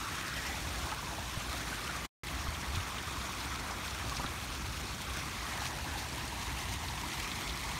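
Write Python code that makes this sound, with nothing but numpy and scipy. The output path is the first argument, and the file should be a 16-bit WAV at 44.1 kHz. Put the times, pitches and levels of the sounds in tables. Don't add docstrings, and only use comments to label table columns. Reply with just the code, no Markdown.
import sys
import numpy as np
from scipy import signal
from scipy.fft import rfft, irfft
from scipy.io import wavfile
from scipy.ndimage import uniform_filter1d, map_coordinates

SR = 44100
rng = np.random.default_rng(int(sys.argv[2]) if len(sys.argv) > 2 else 0)


def unload_audio(sound):
    columns = np.transpose(np.atleast_2d(sound))
    steps = np.round(np.clip(columns, -1, 1) * 32767)
    wavfile.write(sys.argv[1], SR, steps.astype(np.int16))


def attenuation_scalar(level_db):
    decades = np.asarray(level_db, float) / 20
    return 10 ** decades


N = 343539

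# t/s, churn base level/dB, spray base level/dB
FLOW_DRIFT = [(0, -44.5, -43.5), (.5, -45.5, -42.5), (.9, -42, -43), (1.25, -45, -44), (1.5, -44.5, -43),
              (1.9, -44.5, -43.2), (2.3, -44.5, -43.8), (2.8, -43.5, -44.5), (3.3, -44, -44),
              (3.7, -43, -45), (4.2, -44, -43.5), (4.7, -46.5, -44.5), (5.5, -44, -43.5), (6.2, -45.5, -44),
              (7.0, -45.5, -43), (7.79, -45, -43.4)]
# f/Hz, gain/dB
CHURN_COLOUR = [(150, -31.5), (400, -9.5), (650, 0), (1000, -1.5), (1600, 0.5), (2200, -6), (3500, -14),
                (6000, -31.5)]
# f/Hz, gain/dB
SPRAY_COLOUR = [(800, -24), (1600, -10.5), (2500, 1.5), (4300, -3), (6000, -4.5), (9000, -8.5),
                (12000, -14), (15700, -18.5)]
# t/s, first echo crest f/Hz, bass echo strength/1, upper band f/Hz, its gain/dB
PAVEMENT_COMB = [(0.0, 1290, 0.7, 1920, 3.5), (0.37, 1275, 0.3, 1810, 10), (0.53, 917, 0, 2040, 4.5),
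                 (0.93, 1110, 0.1, 1850, -2.5), (1.25, 906, 0.1, 2060, -0.5), (1.45, 1260, 0, 1910, 1.5),
                 (1.9, 1206, 0.3, 1930, 4.5), (2.27, 1060, 0.3, 1940, 3.5), (2.6, 1143, 0.4, 2000, 2.2),
                 (3.5, 1132, 0.45, 2030, 1.5), (4.3, 1155, 0.18, 2000, 1), (5.19, 1194, 0.38, 2070, 3.5),
                 (5.61, 984, 0.56, 1810, 3), (6.0, 930, 0.06, 1840, 2.5), (6.6, 997, 0.9, 2000, 1),
                 (7.0, 970, 0.4, 2050, 4.5), (7.45, 1096, 0.7, 2090, 3.2), (7.79, 1015, 0.6, 2050, 5)]
# t/s, nominal peak level/dB, centre f/Hz
LOUD_SPLASHES = [(0.465, -30, 4800), (0.918, -22, 1460), (1.871, -29, 2580), (2.394, -32, 5300),
                 (2.546, -28, 2800), (2.747, -28.5, 3400), (2.802, -29, 2800), (3.405, -33, 5200),
                 (3.707, -31, 6170), (4.165, -27, 4960), (4.195, -26, 800), (4.26, -26, 2900),
                 (4.923, -33, 3600), (6.276, -33, 7360), (6.491, -30, 1900), (6.882, -28, 3800),
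                 (6.976, -29, 2300), (7.126, -33, 4300), (7.244, -27.5, 2210), (7.315, -25, 3100),
                 (7.492, -27, 3400)]
# t/s, onset level/dB, f/Hz, t60/s
FLAT_SLAPS = [(4.0965, -18, 4500, 0.001), (4.170, -22, 4800, .002), (4.1708, -24, 4200, .002),
              (4.243, -21.5, 1300, 0.0074)]
# t/s, peak level/dB, onset f/Hz
LARGE_BUBBLES = [(0.493, -39, 764), (0.541, -37.5, 850), (0.915, -43, 1260), (0.921, -33.5, 850),
                 (0.989, -36, 1120), (1.07, -40, 940), (1.182, -39, 660), (1.725, -37, 1505),
                 (1.826, -41, 1186), (1.892, -34, 1400), (3.074, -38, 1190), (3.169, -37, 1065),
                 (4.119, -35, 1080), (5.955, -37.5, 798), (6.18, -38, 970), (6.325, -38, 940),
                 (6.898, -37, 936), (7.035, -34, 944), (7.645, -37, 920)]
# t/s, level/dB
GURGLE_DRIFT = [(0, 5), (.4, 0.5), (.6, -6), (.93, 2), (1.0, 4), (1.2, 0), (1.7, 0.5), (1.9, 6.5),
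                (2.3, -1.5), (4.3, 0.5), (4.8, -1), (6.0, -1), (6.3, 0.5), (7.79, -1)]
# t/s, onset level/dB, f/Hz, t60/s
BODY_KNOCKS = [(1.374, -24.5, 110, 0.047), (2.484, -26, 70, 0.075), (2.745, -27.5, 75, 0.091),
               (2.772, -27.5, 93, 0.18), (4.196, -30, 278, 0.038), (4.2475, -24.5, 224, 0.017)]
# t/s, level/dB
ENGINE_SWELL = [(0, -44.5), (.35, -47.5), (.62, -43), (1.0, -45), (2.0, -47), (2.35, -43.5), (2.75, -44.5),
                (3.05, -46.5), (3.6, -44.5), (4.6, -43.5), (5.3, -44.5), (5.55, -46), (5.8, -43.5),
                (6.1, -45), (6.55, -42.5), (7.3, -44.5), (7.79, -42)]
# f/Hz, gain/dB
ENGINE_COLOUR = [(20, -48), (30, -31), (40, -15), (58, 3), (72, 0), (100, -8.5), (130, -8.5), (200, -34.5),
                 (400, -75.5)]
# f/Hz, gain/dB
TYRE_COLOUR = [(60, -34), (110, -6), (140, -2.5), (220, -5.5), (320, -6.5), (450, -14), (700, -20),
               (1500, -64)]
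# centre f/Hz, Gaussian width/Hz, gain/dB
HOUSING_DIPS = [(2900, 250, -2.5), (4890, 140, -3), (7700, 430, -2.5), (10400, 310, -4)]
# t/s, gain/dB
MUTE_GAIN = [(2.055, 0), (2.062, -6), (2.068, -22), (2.076, -45), (2.093, -56), (2.095, -120),
             (2.2335, -120), (2.2345, 0)]


def fountain():
    heave_db, heave_knots_per_s = -0.11, 6.3
    churn_db, spray_db = curves(FLOW_DRIFT, np.arange(N) / SR)
    surge = wobble(12) + 0.98 * wobble(25)
    churn_db = churn_db + heave_db * wobble(heave_knots_per_s) + 0.56 * surge
    spray_db = spray_db + heave_db * wobble(heave_knots_per_s) + 0.3 * surge
    landing = sheets(count=70, spread_db=3.5, life_s=0.012)
    rush = attenuation_scalar(churn_db) * churn() + attenuation_scalar(spray_db) * landing * spray()
    large_bubbles = np.vstack([LARGE_BUBBLES, gurgle(count=500)])
    return rush + splashes(count=40) + plops(large_bubbles, life_s=0.0038)


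def churn():
    x = patchy(depth_db=2.3)
    x = x + attenuation_scalar(-10.5) * bubbles(count=9000, mid_hz=1400, octaves=0.692, cycles=7.1, spread_db=1.5)
    return unit(shaped(x, lambda hz, t: attenuation_scalar(along(CHURN_COLOUR, hz)) * pavement(hz, t)))


def spray():
    x = patchy(depth_db=2.0)
    x = x + attenuation_scalar(-3) * drops(count=5000, spread_db=3.0, life_s=0.0021)
    x = x + attenuation_scalar(-10.5) * bubbles(count=5000, mid_hz=5503, octaves=0.8, cycles=47, spread_db=1.6)
    return unit(shaped(x, lambda hz, t: attenuation_scalar(along(SPRAY_COLOUR, hz)) * pavement(hz, t)))


def sheets(count, spread_db, life_s):
    s, size = rng.random((count, 2)).T
    age = np.arange(4096) / SR / life_s
    swell = (1 - np.exp(-6 * age)) * np.exp(-age)
    rise_db = spread_db * (0.5 + size[:, None]) * swell
    return attenuation_scalar(scatter(s * N / SR, rise_db))


def drops(count, spread_db, life_s):
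    s, size = rng.random((count, 2)).T
    t = np.arange(256) / SR
    tick = rng.standard_normal((count, len(t))) * np.exp(-t / life_s)
    level_db = -spread_db * np.log(1.004 - size)
    return unit(scatter(s * N / SR, tick * attenuation_scalar(level_db)[:, None]))


def bubbles(count, mid_hz, octaves, cycles, spread_db):
    s, size = rng.random((count, 2)).T[..., None]
    hz = np.clip(mid_hz * 2 ** (octaves * rng.standard_normal((count, 1))), 400, 14000)
    turns = hz * np.arange(900) / SR
    envelope = np.exp(-3 * turns / cycles) * (1 - np.exp(-turns))
    ring = np.sin(2 * np.pi * turns * (1 + 0.095 * turns / cycles)) * envelope
    level_db = -spread_db * np.log(1 - size)
    return unit(scatter(s[:, 0] * N / SR, ring * attenuation_scalar(level_db)))


def splashes(count):
    base_db, db_per_oct, size_db, base_hz = -37, -7, 1.5, 6500
    s = rng.random(count) * N / SR
    size, pitch = rng.standard_normal((count, 2)).T
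    octave = np.clip(0.6 * pitch, -1.5, 0.9)
    small = np.c_[s, base_db + db_per_oct * octave + size_db * size, base_hz * 2 ** octave]
    wet = bursts(np.vstack([LOUD_SPLASHES, small]), octaves=0.35, t60_s=0.048, attack_s=0.0021)
    return wet + rings(FLAT_SLAPS)


def plops(rows, life_s):
    s, db, hz = np.transpose(rows)[..., None]
    age = np.arange(2048) / SR / life_s
    envelope = age * np.exp(1 - age)
    ring = np.sin(2 * np.pi * hz * life_s * age * (1 + 0.0044 * age))
    return scatter(s[:, 0], attenuation_scalar(db) * envelope * ring)


def gurgle(count):
    base_db, spread_db, spread_oct = -47.5, 2, 0.1276
    clump_db, clump_knots_per_s = 1.5, 7
    s = rng.random(count) * N / SR
    size, pitch = rng.standard_normal((count, 2)).T
    clump = wobble(clump_knots_per_s)[(s * SR).astype(int)]
    db = base_db + curves(GURGLE_DRIFT, s)[0] + clump_db * clump + spread_db * size
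    return np.c_[s, db, curves(PAVEMENT_COMB, s)[0] * 2 ** (spread_oct * pitch)]


def pavement(hz, t):
    crest_hz, strength, upper_hz, upper_db = curves(PAVEMENT_COMB, t)
    echo = np.clip(strength, 0, 1) / (1 + (hz / 1500) ** 2)
    upper = attenuation_scalar(upper_db * np.exp(-0.5 * ((hz - upper_hz) / 200) ** 2))
    return upper * np.abs(1 + echo * np.exp(-2j * np.pi * hz / crest_hz))


def knocks():
    return rings(BODY_KNOCKS)


def traffic():
    tyres_db, waver_db, waver_knots_per_s = -48.5, 0.7, 5.3
    engines = unit(shaped(rng.standard_normal(N), lambda hz, t: attenuation_scalar(along(ENGINE_COLOUR, hz))))
    tyres = unit(shaped(patchy(depth_db=1.24), lambda hz, t: attenuation_scalar(along(TYRE_COLOUR, hz))))
    engines_db = curves(ENGINE_SWELL, np.arange(N) / SR)[0] + waver_db * wobble(waver_knots_per_s)
    return attenuation_scalar(engines_db) * engines + attenuation_scalar(tyres_db) * tyres


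def bursts(rows, octaves, t60_s, attack_s):
    s, db, hz = np.transpose(rows)[..., None]
    t = np.arange(2048) / SR
    f = np.fft.rfftfreq(2048, 1 / SR) + 1
    spectrum = rfft(rng.standard_normal((len(s), len(t))))
    band = irfft(spectrum * np.exp(-0.5 * (np.log2(f / hz) / octaves) ** 2))
    band /= 2 * band.std(axis=1, keepdims=True)
    return scatter(s[:, 0], band * attenuation_scalar(db - 60 * t / t60_s) * (1 - np.exp(-t / attack_s)))


def rings(rows):
    s, db, hz, t60_s = np.transpose(rows)[..., None]
    t = np.arange(4096) / SR
    return scatter(s[:, 0], attenuation_scalar(db - 60 * t / t60_s) * np.sin(2 * np.pi * hz * t))


def patchy(depth_db):
    z = signal.stft(rng.standard_normal(N), nperseg=256)[2]
    field = uniform_filter1d(rng.standard_normal(z.shape), size=4, axis=0)
    field = uniform_filter1d(field, size=9, axis=1)
    return signal.istft(z * attenuation_scalar(depth_db * unit(field)), nperseg=256)[1][:N]


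def shaped(x, gain):
    hz, t, z = signal.stft(x, SR, nperseg=4096, noverlap=3072)
    return signal.istft(z * gain(hz[:, None], t), SR, nperseg=4096, noverlap=3072)[1][:N]


def scatter(s, rows):
    at = (s * SR).astype(int)[:, None] + np.arange(rows.shape[1])
    return np.bincount(at.ravel(), rows.ravel(), N + SR)[:N]


def wobble(knots_per_s):
    return map_coordinates(rng.standard_normal(N // 100), [np.arange(N) * knots_per_s / SR])


def curves(rows, t):
    s, *cols = np.transpose(rows)
    return [np.interp(t, s, c) for c in cols]


def along(points, hz):
    f, v = np.transpose(points)
    return np.interp(np.log(hz + 1), np.log(f + 1), v)


def unit(x):
    return x / np.sqrt(np.mean(x ** 2) + 1e-20)


def scene():
    return (fountain() + traffic() + knocks())[None]


def top_cut(x):
    return signal.sosfilt(signal.butter(12, 15830, fs=SR, output="sos"), x)


def record(dry):
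    top_hz = 15720

    def housing(hz, t):
        dips_db = sum(db * np.exp(-0.5 * ((hz - c) / w) ** 2) for c, w, db in HOUSING_DIPS)
        return (hz < top_hz) * attenuation_scalar(dips_db)

    mute_db = curves(MUTE_GAIN, np.arange(N) / SR)[0]
    mix = shaped(dry[0], housing) * attenuation_scalar(mute_db)
    return top_cut(mix[None])


dry = scene()
out = record(dry)
unload_audio(out)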